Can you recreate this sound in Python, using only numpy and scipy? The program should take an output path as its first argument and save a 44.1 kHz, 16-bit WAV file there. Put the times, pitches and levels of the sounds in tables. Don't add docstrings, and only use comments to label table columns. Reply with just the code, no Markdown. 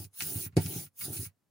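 import sys
import numpy as np
from scipy import signal
from scipy.fft import rfft, irfft
from scipy.io import wavfile
from scipy.ndimage import uniform_filter1d

SR = 44100
rng = np.random.default_rng(int(sys.argv[2]) if len(sys.argv) > 2 else 0)


def log_audio(samples):
    frames = np.atleast_2d(samples).T
    limited = np.clip(frames, -1, 1)
    pcm = np.round(limited * 32767).astype(np.int16)
    wavfile.write(sys.argv[1], SR, pcm)


N = 66150
T = np.arange(N) / SR


def amp(db):
    return 10 ** (np.asarray(db) / 20)


def unit(x):
    return x / np.sqrt(np.mean(x ** 2) + 1e-20)


def colour(x, points):
    hz, db = np.transpose(points)
    shape_db = np.interp(np.log(np.fft.rfftfreq(N, 1 / SR) + 1), np.log(hz), db)
    return unit(irfft(rfft(x) * amp(shape_db), N))


def pair(x, same):
    likeness = np.clip(same, -.999, .999)
    mid = x[0] * np.sqrt((1 + likeness) / 2)
    side = x[1] * np.sqrt((1 - likeness) / 2)
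    return np.array([mid + side, mid - side])


def noise():
    return rng.standard_normal((2, N))


def patchy(x, patch_db, flicker_db):
    spectrum = signal.stft(x, nperseg=256)[2]
    patches = uniform_filter1d(rng.standard_normal(spectrum.shape[1:]), size=3, axis=0)
    patches = unit(uniform_filter1d(patches, size=14, axis=1))
    flicker = unit(uniform_filter1d(rng.standard_normal(spectrum.shape[2]), size=2))
    varied = signal.istft(spectrum * amp(patch_db * patches + flicker_db * flicker))[1]
    return unit(varied[:, :N])


SNAPS_PER_S = 7600
SNAP_SPREAD_DB = -1
SNAP_SHARE = .6


def snaps():
    size = amp(SNAP_SPREAD_DB * np.minimum(rng.exponential(1, (2, N)), 5))
    breaks = rng.random((2, N)) < SNAPS_PER_S / SR
    train = np.sign(noise()) * size * breaks
    return np.sqrt(SNAP_SHARE) * unit(train) + np.sqrt(1 - SNAP_SHARE) * noise()


# start_s [s], hiss_db [dB], sizzle_db [dB]
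INK_LEVELS = [
    [(0.0, -49.5, -49), (0.036, -54, -49), (0.052, -53, -59), (0.086, -83.5, -75), (0.1, -113, -106)],
    [(0.11, -83, -111), (0.146, -58, -62), (0.162, -57.5, -51), (0.194, -45, -46), (0.21, -41, -46),
     (0.228, -41, -39), (0.456, -41.5, -40.5), (0.478, -57, -48), (0.52, -114, -104)],
    [(0.555, -95, -106), (0.565, -52, -63), (0.571, -44.5, -65), (0.589, -52, -62.5), (0.621, -44, -42.5),
     (0.677, -47.5, -48), (0.687, -45, -41), (0.801, -44, -43), (0.851, -50.5, -50.5),
     (0.885, -71.5, -67.5), (0.91, -85, -103)],
    [(0.915, -87, -106), (0.957, -69.5, -67.5), (0.997, -47, -39.5), (1.055, -38, -39), (1.083, -46.5, -50),
     (1.119, -47, -48), (1.133, -40.5, -41), (1.193, -44, -43.5), (1.223, -41.5, -43), (1.267, -47.5, -48),
     (1.325, -103, -106)],
]
# start_s [s], length_s [s], rumble_db [dB], hiss_pan_db [dB, left minus right],
# direction [+1 toward the near edge, -1 away], rasp_db [dB over the hiss]
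ROLLER_STROKES = [(-.25, 0.34, -41, 0.5, 1, 0.5), (.18, 0.35, -43.5, -2.5, -1, -6),
                  (.53, 0.36, -41, -0.3, 1, -1), (.99, 0.29, -43, -2, -1, -5.5)]
# pitch_hz [Hz], level_db [dB per Hz]
HISS_SPECTRUM = [(3000, -46.5), (6500, -13.5), (8200, -13), (9300, -1.5), (10100, 0.5), (11300, -5.5),
                 (12500, -10.5), (14000, -19)]
SIZZLE_SPECTRUM = [(9000, -46.5), (12000, -14), (13300, -12), (14300, -5.5), (15200, 9), (16000, -7.5)]
RASP_SPECTRUM = [(300, -26.5), (600, -6.5), (850, -11), (1050, -9), (1400, -1), (2000, -4), (2600, 0),
                 (3400, 0), (5000, 4), (6800, 3.5), (9000, -9), (16000, -0.5)]
HISS_SAME, RASP_SAME = 0.88, .05


def ink():
    s, hiss_db, sizzle_db = np.concatenate(INK_LEVELS).T
    middles = [row[0] + row[1] / 2 for row in ROLLER_STROKES]
    pan_db = np.interp(T, middles, [row[3] for row in ROLLER_STROKES])
    rasp_db = np.interp(T, middles, [row[5] for row in ROLLER_STROKES])
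    hiss = colour(patchy(pair(snaps(), HISS_SAME), patch_db=1.5, flicker_db=0.55), HISS_SPECTRUM)
    sizzle = colour(patchy(pair(snaps(), HISS_SAME), patch_db=1.3, flicker_db=.7), SIZZLE_SPECTRUM)
    rasp = colour(patchy(pair(snaps(), RASP_SAME), patch_db=3.5, flicker_db=0.67), RASP_SPECTRUM)
    hiss_level = amp(np.interp(T, s, hiss_db))
    sizzle_level = amp(np.interp(T, s, sizzle_db))
    direct = hiss * hiss_level + sizzle * sizzle_level
    diffuse = rasp * hiss_level * amp(rasp_db)
    return direct * amp([pan_db / 2, -pan_db / 2]) + diffuse * amp([[.4], [-.3]])


# pitch_hz [Hz], level_db [dB per Hz]
BOOM_SPECTRUM = [(30, -45.5), (55, -37), (72, -27), (92, 2.5), (125, 1.5), (165, 4), (210, -6.5),
                 (300, -34), (1000, -81.5)]
BODY_SPECTRUM = [(100, -44.5), (200, -17.5), (270, 5), (300, 4), (330, 4), (395, 2), (470, -11),
                 (700, -46.5), (2000, -70)]
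GRIND_SPECTRUM = [(250, -35), (480, -8), (560, 1), (630, -2.5), (700, 0.5), (830, 4.5), (950, -14.5),
                  (1080, -11.5), (3000, -49.5)]
BOOM_LAW, BODY_LAW, GRIND_LAW = 1.1, 1.8, 2.8
BOOM_DB, BODY_DB, GRIND_DB = -4.5, -7, -26.5
NEAR_DB = 18.5
BOOM_SAME, BODY_SAME, GRIND_SAME = 0.97, .88, 0.4


def rolling():
    boom = amp(BOOM_DB) * colour(pair(noise(), BOOM_SAME), BOOM_SPECTRUM)
    body = amp(BODY_DB) * colour(pair(noise(), BODY_SAME), BODY_SPECTRUM)
    grind = amp(GRIND_DB) * colour(pair(noise(), GRIND_SAME), GRIND_SPECTRUM)
    out = np.zeros((2, N))
    for start, length, db, _, direction, _ in ROLLER_STROKES:
        swing = np.pi * np.clip((T - start) / length, 0, 1)
        speed = abs(np.sin(swing))
        nearness = (1 - np.sign(direction) * np.cos(swing)) / 2
        rumble = boom * speed ** BOOM_LAW + body * speed ** BODY_LAW
        rumble += grind * speed ** GRIND_LAW * amp(NEAR_DB * nearness)
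        out += amp(db) * rumble
    return out


# start_s [s], level_db [dB], contact_s [s]
INK_BUMPS = [(.0, -35, 0.0057), (0.05, -38.5, 0.0075), (.222, -41.5, .003), (0.358, -27, 0.0054),
             (0.378, -53, 0.0021), (0.464, -34.5, 0.0043), (0.53, -46, 0.0057), (0.605, -41, 0.0021),
             (.654, -23.5, 0.0059), (0.659, -26.5, 0.0051), (0.761, -29, 0.0036), (0.766, -29.5, 0.0052),
             (.868, -52.5, 0.006), (1.081, -41, .002), (1.103, -37, 0.0028), (1.193, -30.5, 0.0045),
             (1.229, -41.5, 0.0028), (1.264, -38.5, 0.007)]
# pitch_hz [Hz], level_db [dB], t60_s [s]
TABLE_MODES = [(97.75, -1.5, 0.14), (115, -4.5, .08), (158.7, -7, 0.11), (255, -3, .08), (309, -2.5, 0.049),
               (362, -7, 0.086), (684, -7, 0.038), (895, -15, .07)]
# pitch_hz [Hz], level_db [dB per Hz]
CROWDED_SPECTRUM = [(300, -35.5), (500, -18.5), (620, -4.5), (720, -11.5), (850, 12.5), (950, 0.5),
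                    (1060, -4.5), (1350, 0.5), (2000, -9), (4000, -25)]
CROWDED_DB, CROWDED_T60_S, CROWDED_SAME = -2.5, 0.071, 1
LANDING_S, OTHER_END_S, REBOUND_S = .5679, .006, .0182
FIRST_END_DB, OTHER_END_DB, REBOUND_DB, LANDING_CONTACT_S = -20, -14.5, -38.5, 0.0018


def knocks():
    landing = [
        (LANDING_S, FIRST_END_DB, LANDING_CONTACT_S),
        (LANDING_S + OTHER_END_S, OTHER_END_DB, LANDING_CONTACT_S),
        (LANDING_S + REBOUND_S, REBOUND_DB, LANDING_CONTACT_S),
    ]
    push = np.zeros(N)
    for s, db, contact in INK_BUMPS + landing:
        bump = np.sin(np.pi * np.clip((T - s) / contact, 0, 1)) ** 2
        push += amp(db) * bump / (bump.sum() + 1e-9)
    ring = sum(amp(db - 60 * T / t60) * np.cos(2 * np.pi * hz * T) for hz, db, t60 in TABLE_MODES)
    crowd = colour(pair(noise(), CROWDED_SAME), CROWDED_SPECTRUM)
    crowd = crowd * amp(CROWDED_DB - 60 * T / CROWDED_T60_S)
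    return signal.fftconvolve(push[None], ring + crowd, axes=1)[:, :N] * amp([[-.5], [.5]])


# start_s [s], level_db [dB], rattle_t60_s [s],
# focus_hz [Hz, pitch favoured by the click], crack_db [dB over the rattle]
AXLE_CLICKS = [(.043, -51, 0.054, 6500, -14), (0.2061, -35, 0.035, 2580, 3), (0.2219, -33, 0.046, 6200, -8),
               (0.457, -52, 0.076, 2080, -21), (.524, -70, 0.14, 1570, -17), (0.5677, -41, 0.19, 3240, 9.5),
               (0.661, -54, 0.18, 3690, 18.5), (0.864, -59.5, 0.036, 2550, -9),
               (1.01, -42, 0.059, 2480, -23), (1.167, -44.5, 0.094, 4860, -6), (1.253, -53.5, .1, 2700, -6)]
# pitch_hz [Hz], level_db [dB per Hz]
FRAME_SPECTRUM = [(300, -37.5), (650, 2), (1000, -0.5), (1400, -0.5), (1900, 0.5), (2600, 4), (3400, -6),
                  (4500, 1), (6500, -1), (10000, 0.5), (16000, -13)]
CLICK_SAME = 0.16
CRACK_T60_S, FOCUS_DB = 0.014, 3.5


def clicks():
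    out = np.zeros((2, N))
    for s, db, t60, focus_hz, crack_db in AXLE_CLICKS:
        age = np.maximum(T - s, 0)
        rattle = amp(-60 * age / t60)
        crack = amp(crack_db - 60 * age / CRACK_T60_S)
        level = (T >= s) * (rattle + crack)
        spectrum = [(hz, gain - FOCUS_DB * np.log2(hz / focus_hz) ** 2) for hz, gain in FRAME_SPECTRUM]
        click = colour(level * pair(noise(), CLICK_SAME), spectrum)
        out += amp(db) * np.sqrt(np.mean(level ** 2)) * click
    return out * amp([[-.8], [.8]])


# pitch_hz [Hz], level_db [dB per Hz]
ROOM_SPECTRUM = [(40, -26), (200, -19.5), (450, -12), (750, 0.5), (2000, -5.5), (6000, -13), (16000, -11.5)]
ROOM_DB, ROOM_T60_S = -5.5, 0.073


def room(x):
    tail = colour(noise(), ROOM_SPECTRUM) * (T > .003) * amp(-60 * T / ROOM_T60_S)
    response = unit(tail) / np.sqrt(N)
    return amp(ROOM_DB) * signal.fftconvolve(x, response, axes=1)[:, :N]


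# pitch_hz [Hz], level_db [dB per Hz]
FLOOR_SPECTRUM = [(25, 8.5), (50, -1), (95, -1.5), (200, -4.5), (500, -14), (1000, -18), (3000, -26.5),
                  (10000, -26.5), (16000, -27.5)]
FLOOR_DB = -70.5


def floor():
    return amp(FLOOR_DB) * colour(pair(noise(), same=0.53), FLOOR_SPECTRUM)


def scene():
    hits = knocks() + clicks()
    return ink() + rolling() + hits + room(hits) + floor()


LOW_CUT_HZ, EDGE_HZ = 74, 15950


def record(dry):
    hz = np.fft.rfftfreq(2 * N, 1 / SR) + 1
    bass_cut = .03 + .97 / (1 + (LOW_CUT_HZ / hz) ** 8)
    heard = irfft(rfft(dry, 2 * N) * bass_cut)[:, :N]
    threshold_db, slope, depth_db = -60, .6, 6
    power = uniform_filter1d((heard ** 2).mean(0), size=700)
    power_db = 10 * np.log10(abs(power) + 1e-14)
    gated = heard * amp(-np.clip(slope * (threshold_db - power_db), 0, depth_db))
    band_limit = signal.firwin(1023, EDGE_HZ, window=("kaiser", 9), fs=SR)
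    return signal.oaconvolve(gated, band_limit[None], "same")


dry = scene()
out = record(dry)
log_audio(out)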